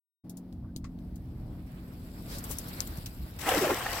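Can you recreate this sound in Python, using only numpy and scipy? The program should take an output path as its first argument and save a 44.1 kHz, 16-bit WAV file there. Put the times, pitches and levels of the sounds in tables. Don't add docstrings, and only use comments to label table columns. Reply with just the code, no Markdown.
import sys
import numpy as np
from scipy import signal
from scipy.fft import rfft, irfft, next_fast_len
from scipy.io import wavfile
from scipy.ndimage import uniform_filter1d, map_coordinates

SR = 44100
rng = np.random.default_rng(int(sys.argv[2]) if len(sys.argv) > 2 else 0)


def persist_wave(psi):
    counts = np.round(np.clip(psi, -1, 1) * 32767).astype(np.int16)
    wavfile.write(sys.argv[1], SR, np.atleast_2d(counts).T)


N = 176400
OPEN_S, TOP_HZ = .237, 15950


def amp(db):
    return 10 ** (np.asarray(db) / 20)


def unit(x):
    return x / np.sqrt(np.mean(x ** 2) + 1e-20)


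def along(points, hz):
    freqs, values = np.transpose(points)
    return np.interp(np.log(hz + 1), np.log(freqs + 1), values)


def curves(rows):
    times, *columns = np.transpose(rows)
    return [np.interp(np.arange(N) / SR, times, column) for column in columns]


def ramp(start, length):
    return np.clip((np.arange(N) / SR - start) / length, 0, 1)


def swells(rows):
    return sum(amp(db) * np.exp(-((np.arange(N) / SR - s) / width) ** 2) for s, width, db in rows)


def wobble(rate):
    return map_coordinates(rng.standard_normal(int(N * rate / SR) + 4), [np.arange(N) * rate / SR])


def filtered(x, response):
    size = next_fast_len(N + SR // 2)
    return irfft(rfft(x, size) * response(np.fft.rfftfreq(size, 1 / SR)), size)[..., :N]


def pan(left_db):
    return amp(np.array([[left_db], [-left_db]]) / 2)


def add(out, s, x):
    i = round(s * SR)
    out[..., i:i + x.shape[-1]] += x[..., :N - i]


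def noise():
    return rng.standard_normal((2, N))


# freq_hz, correlation
FAR_ALIKE = [(200, 0.99), (500, 0.94), (1000, 0.75), (2000, 0.65), (4000, 0)]
NEAR_ALIKE = [(300, 0.93), (700, 0.98), (1500, 0.2), (12000, 0.046)]

def spread(pair, spectrum, left_db, alike=FAR_ALIKE):
    def response(hz):
        angle = np.arccos(np.clip(along(alike, hz), -1, 1)) / 2
        return amp(along(spectrum, hz)) * [np.cos(angle), np.sin(angle)]
    mid, side = filtered(pair, response)
    out = np.array([mid + side, mid - side]) * pan(left_db)
    return out / out.mean(0).std()


def patchy(x, depth_db):
    frames = signal.stft(x, nperseg=256)[2]
    patches = uniform_filter1d(rng.standard_normal(frames.shape[1:]), size=5, axis=0)
    patches = uniform_filter1d(patches, size=12, axis=1)
    return signal.istft(frames * amp(depth_db * unit(patches)), nperseg=256)[1][:, :N]


def crackle(rate, spread_db):
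    impulses = (rng.random((2, N)) < rate / SR) * np.sign(noise())
    return unit(impulses * amp(spread_db * np.clip(noise(), -2, 2)))


def bubbles(low_hz, high_hz, cycles, count, spread_db=3, rise=0.018):
    when, pitch, size = rng.random((count, 3)).T[:, :, None]
    hz, t = low_hz * (high_hz / low_hz) ** pitch, np.arange(SR // 50) / SR
    age = hz * t / cycles
    strength = amp(spread_db * np.minimum(-np.log(size), 3)) * hz
    envelope = np.exp(-2 * age) * (1 - np.exp(-hz * t)) * (1 - t / t[-1])
    tones = strength * envelope * np.sin(2 * np.pi * hz * t * (1 + rise * np.minimum(age, 2)))
    at = (when * N).astype(int) + np.arange(len(t))
    return unit(np.bincount(at.ravel(), tones.ravel(), N)[:N])


# time_s, level_db
WIND_LEVEL = [(.25, -60), (.49, -56), (.52, -45), (1.6, -42.5), (1.85, -47.5), (2.2, -44.5), (3.05, -42),
              (3.6, -44.5), (4, -46)]
# freq_hz, gain_db
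WIND_SPECTRUM = [(15, -36), (25, -13), (38, 1.5), (70, 1), (125, -4.5), (170, -11.5), (260, -15),
                 (400, -42), (800, -89)]

def lake_wind():
    return amp(curves(WIND_LEVEL)[0] + 2 * wobble(14)) * spread(noise(), WIND_SPECTRUM, left_db=-0.5)


# time_s, level_db
DRONE_LEVEL = [(.4, -50.5), (1.3, -49.5), (2.4, -47), (3.2, -50.5)]
# freq_hz, gain_db
DRONE_SPECTRUM = [(40, -11.5), (110, 4), (200, -3), (310, -1), (420, -12.5), (700, -16), (1300, -30.5),
                  (2500, -39.5), (5000, -38.5), (6500, -50), (12000, -42), (16000, -43)]
# pitch_hz, level_db, width_hz
MOTOR_TONES = [(178.7, -50, 3), (225.5, -55, 6), (260, -54.5, 10), (310, -63, 18)]
# time_s, gain_db
MOTOR_FADE = [(.25, 0), (.78, 4), (1.5, -2.5), (2.5, -1), (3.2, -7), (4, -11)]

def far_motor():
    t = np.arange(N) / SR
    drone_gain = amp(curves(DRONE_LEVEL)[0] + 1.44 * wobble(4.81))
    drone = spread(noise(), DRONE_SPECTRUM, left_db=2.5)
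    hum = sum(amp(db + wobble(6.88)) * np.sqrt(2) * np.sin(2 * np.pi * hz * t + wobble(width))
              for hz, db, width in MOTOR_TONES)
    return drone_gain * drone + amp(curves(MOTOR_FADE)[0]) * hum


# start_s, pitch_hz, level_db
LAPS = [(0.634, 1112, -60.5), (0.677, 1540, -68.5)]

def laps(length_s=0.037):
    out, t = np.zeros((2, N)), np.arange(int(length_s * SR)) / SR
    for s, hz, db in LAPS:
        plip = np.sin(2 * np.pi * hz * t + wobble(hz / 2)[:len(t)])
        add(out, s, amp(db) * np.sin(np.pi * t / length_s) * plip)
    return out


# freq_hz, t60_s
BANK_DECAY = [(300, 0.11), (2000, 0.1), (12000, 0.17)]

def bank_echo(x):
    hz, t, frames = signal.stft(rng.standard_normal((2, SR // 2)), SR, nperseg=256)
    tail = signal.istft(frames * amp(-60 * t / along(BANK_DECAY, hz)[:, None]), SR, nperseg=256)[1]
    return signal.fftconvolve(x, tail / np.linalg.norm(tail[0]), axes=1)[:, :N]


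def boat_reflections(x, delays_s=(.0037, .0083, .0131, .0217), gain_db=-20):
    return filtered(x, lambda hz: 1 + amp(gain_db) * sum(np.exp(-2j * np.pi * hz * s) for s in delays_s))


# start_s, level_db, pitch_hz, t60_s
KNOCKS = [(0.763, -19.5, 173, 0.024), (2.983, -22, 118, 0.042)]
# freq_hz, gain_db
TAP_SPECTRUM = [(850, -20), (1100, 0), (1600, -16), (2000, -11), (3000, -21), (5000, -16), (7700, -21),
                (11000, -36)]

def deck(tap_s=.843, tap_db=-46.5, tap_t60_s=.09):
    out, t = np.zeros((2, N)), np.arange(SR // 5) / SR
    for s, db, hz, t60 in KNOCKS:
        add(out, s, amp(db - 60 * t / t60) * np.sin(2 * np.pi * hz * t) * (1 - np.exp(-t / 0.0013)))
    tap = spread(noise(), TAP_SPECTRUM, left_db=3)[:, :len(t)]
    add(out, tap_s, amp(tap_db - 60 * t / tap_t60_s) * tap)
    return out


# centre_s, half_width_s, level_db
FLAP = (2.505, 0.0094, -43.5)

def jacket_flap():
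    return swells([FLAP]) * spread(noise(), [(250, -16), (500, 0), (1500, -20), (4000, -40)], left_db=2)


# centre_s, half_width_s, level_db
SLIP = (2.519, 0.024, -39.5)

def rope_slip():
    return swells([SLIP]) * spread(noise(), [(2500, -11.5), (9000, -5), (16000, -1)], left_db=10)


# time_s, cloth_gain_db, mesh_gain_db
SWING_GAINS = [(.9, -76.5, -80.5), (1.5, -71.5, -78), (1.68, -66, -73), (2.0, -63.5, -67),
               (2.25, -60, -61.5), (2.33, -53, -57), (2.42, -56, -58), (2.5, -52, -52.5), (2.62, -57, -56),
               (2.7, -53, -54.5), (2.87, -53.5, -53.5), (3.08, -61.5, -61.5), (3.37, -58, -61)]
# freq_hz, gain_db
CLOTH_SPECTRUM = [(200, -3), (400, -0.5), (700, -1.5), (1500, -4), (2200, -7.5), (3200, -11.5),
                  (4500, -16.5), (8000, -48)]
MESH_SPECTRUM = [(1500, -27), (3200, -5), (4800, 1.5), (5600, -2), (6500, -12), (7600, -1), (9800, -6),
                 (12700, 3), (15500, -3)]
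WHIP_SPECTRUM = [(1000, -5), (3000, -7), (4700, 2.5), (6500, -6), (8000, -4), (15000, -6.5)]

def swing():
    cloth_db, mesh_db = curves(SWING_GAINS)
    flutter_db = .9 * wobble(16)
    cloth_gain = amp(cloth_db + 3 + flutter_db + 1.4 * wobble(30.09))
    cloth = spread(patchy(noise(), depth_db=1.8), CLOTH_SPECTRUM, left_db=-3.5, alike=NEAR_ALIKE)
    knots = .6 * crackle(rate=200, spread_db=3.5) + 0.36 * crackle(rate=24, spread_db=3)
    mesh_gain = amp(mesh_db + 3.5 + flutter_db + wobble(45))
    mesh = spread(patchy(noise() + knots, depth_db=2.5), MESH_SPECTRUM, left_db=4.5, alike=NEAR_ALIKE)
    whip_gain = amp(-46.5) * np.sin(np.pi * ramp(start=2.272, length=0.14))
    whip = spread(noise(), WHIP_SPECTRUM, left_db=2.5, alike=NEAR_ALIKE)
    return (cloth_gain * cloth + mesh_gain * mesh) * ramp(0.71, 0.31) + whip_gain * whip


# start_s, level_db, pitch_hz, left_db, rattle_db
CLICKS = [(.296, -31, 8300, 4.5, 2), (.371, -32, 8900, 6, -1), (0.526, -39.5, 4400, 2, -14),
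          (.763, -19.5, 5850, 5.5, -22), (.989, -45, 3100, 7, -16), (1.158, -38.5, 8100, 10, -5),
          (1.72, -44, 12900, 13, -22), (2.385, -22, 9750, 5, -5), (2.44, -23, 11500, 4, 0),
          (2.512, -16.5, 9800, 6, -7), (2.586, -13, 9800, 6, -14.5), (2.687, -27, 11000, 8, -11),
          (2.805, -9, 6270, 13, -29), (2.874, -21, 11000, 7, -22), (2.973, -29.5, 9012, 7, -10),
          (3.0593, -27, 4250, 1.5, 9.5)]
# pitch_ratio, gain_db
LEAD_MODES = [(.8, -1), (1.2, 0), (1.85, -6)]

def lead_weights(click_t60_s=0.0018, rebound_gap_s=0.0026, rebound_loss_db=3, scatter_t60_s=0.077):
    out, t = np.zeros((2, N)), np.arange(SR // 20) / SR
    envelope = amp(-60 * t / click_t60_s) * (1 - np.exp(-t / 0.00018))
    for s, db, hz, left_db, rattle_db in CLICKS:
        band = signal.butter(3, [min(hz * 0.52, 8000), TOP_HZ], "band", fs=SR, output="sos")
        for bounce in range(4):
            phases = rng.uniform(0, 2 * np.pi, (len(LEAD_MODES), 2, 1))
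            tunings = 1 + 0.06 * rng.standard_normal(len(LEAD_MODES))
            ring = sum(amp(mode_db) * np.sin(2 * np.pi * min(hz * ratio * tune, TOP_HZ) * t + phase)
                       for (ratio, mode_db), tune, phase in zip(LEAD_MODES, tunings, phases))
            click = signal.sosfilt(band, ring * envelope)
            delay = rebound_gap_s * bounce * rng.uniform(.9, 1.7)
            bounce_db = rattle_db - rebound_loss_db * (bounce + 1.5) if bounce else 0
            add(out, s + delay, pan(left_db) * amp(db + bounce_db) * click)
        scatter = signal.sosfilt(band, rng.standard_normal((2, len(t))))
        scatter_db = db - 13.5 + rattle_db / 2 - 60 * t / scatter_t60_s
        add(out, s, pan(left_db) * amp(scatter_db) * scatter)
    return out


def falling_drops():
    plinks = np.array([bubbles(low_hz=3900, high_hz=5900, cycles=9, count=1200) for _ in range(2)])
    return amp(-46) * ramp(start=3.79, length=0.099) * pan(5) * plinks


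# start_s, length_s, start_pitch_hz, level_db
GULPS = [(3.472, 0.04, 880, -26.5), (3.535, 0.046, 600, -26), (3.568, 0.03, 340, -26.5),
         (3.604, 0.046, 460, -23), (3.641, 0.036, 680, -28), (3.667, .022, 400, -28),
         (3.688, .024, 560, -27.5), (3.699, .046, 450, -26.5)]

def gulps(fall_oct_per_s=11, rough_rad=.5, rough_db=2.5):
    out = np.zeros((2, N))
    for s, length, hz, db in GULPS:
        t = np.arange(int(length * SR)) / SR
        pitch_hz = hz * 2 ** (-fall_oct_per_s * t)
        phase = 2 * np.pi * np.cumsum(pitch_hz) / SR + rough_rad * wobble(264)[:len(t)]
        envelope = amp(db + rough_db * wobble(265)[:len(t)]) * np.sin(np.pi * t / length)
        add(out, s, pan(1.5) * envelope * np.sin(phase))
    return out


# centre_s, half_width_s, level_db
SLAPS = [(3.469, 0.0043, -33), (3.521, .007, -27.5), (3.573, 0.0081, -32.5), (3.650, 0.013, -29),
         (3.709, 0.0086, -26)]
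# freq_hz, gain_db
SLAP_SPECTRUM = [(200, -15), (400, 2), (800, 3), (1800, -5), (3200, -13), (5000, -24)]
CHURN_SPECTRUM = [(120, -19), (210, -16), (270, 6), (400, -3), (600, 2), (900, -7), (1500, -22)]

def plunge():
    sinking = ramp(start=3.457, length=0.014) * (1 - ramp(start=3.73, length=.03))
    churn = amp(-37 + 0.97 * wobble(50)) * sinking * spread(noise(), CHURN_SPECTRUM, left_db=-1.5)
    return churn + swells(SLAPS) * spread(noise(), SLAP_SPECTRUM, left_db=1.5)


# time_s, gain_db
BUBBLE_GAIN = [(3.39, -58), (3.412, -52), (3.418, -44.5), (3.45, -42), (3.475, -31.5), (3.52, -30),
               (3.61, -35), (3.74, -35.5), (3.82, -38.5), (3.92, -35.5), (4, -37.5)]
SPRAY_GAIN = [(3.39, -43.5), (3.455, -43), (3.495, -34), (3.525, -37), (3.575, -35.5), (3.64, -37),
              (3.68, -42), (3.75, -41), (3.83, -44), (3.92, -41), (4, -42.5)]
# freq_hz, gain_db
BUBBLE_SPECTRUM = [(150, -30), (300, -6), (450, 3), (800, 0.5), (1100, -3.5), (1800, -3.5), (2400, -8),
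                   (3200, -12), (4000, -23), (7000, -36)]
SPRAY_SPECTRUM = [(1500, 1.5), (3000, 5), (4200, -1), (5400, 2.5), (6700, -3.5), (7700, 2), (10000, -5.5),
                  (12500, 0), (15500, -5)]
# freq_hz, left_db
SPRAY_LEFT = [(3000, 3), (4400, 7), (8000, 11.5), (15000, 9.5)]
# centre_s, half_width_s, level_db
SPATTERS = [(3.417, 0.0028, -45.5), (3.492, 0.0023, -33), (3.549, 0.0015, -33.5), (3.581, 0.0012, -36.5),
            (3.745, 0.0014, -36.5), (3.932, 0.0011, -38)]

def splash(touchdown_s=3.386):
    swarm = np.array([bubbles(low_hz=688, high_hz=4026, cycles=24, count=3800) for _ in range(2)])
    fizz_gain = amp(curves(BUBBLE_GAIN)[0] - 1 + 1.26 * wobble(90))
    froth = swarm + 1.1 * noise() + .5 * crackle(rate=2300, spread_db=6.5)
    fizz = spread(froth, BUBBLE_SPECTRUM, left_db=0.4)
    droplets = patchy(noise() + .7 * crackle(rate=2000, spread_db=5), depth_db=1.7)
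    spray = spread(droplets, SPRAY_SPECTRUM, left_db=0)
    spray = filtered(spray, lambda hz: amp(np.array([[1], [-1]]) * along(SPRAY_LEFT, hz) / 2))
    spray_gain = amp(curves(SPRAY_GAIN)[0] - 1.5 + wobble(90)) + swells(SPATTERS)
    return (fizz_gain * fizz + spray_gain * spray) * ramp(touchdown_s, 0.006)


def scene():
    landing = boat_reflections(splash() + plunge() + falling_drops()) + gulps()
    net = swing() + lead_weights() + rope_slip()
    delays_s = np.array([[0], [0.000292]])
    net = filtered(net, lambda hz: np.exp(-2j * np.pi * hz * delays_s))
    lake = lake_wind() + far_motor() + laps()
    return lake + jacket_flap() + deck() + net + landing + amp(-17) * bank_echo(landing)


def record(dry):
    return filtered(dry * ramp(OPEN_S, 0.0092), lambda hz: hz < TOP_HZ)


dry = scene()
out = record(dry)
persist_wave(out)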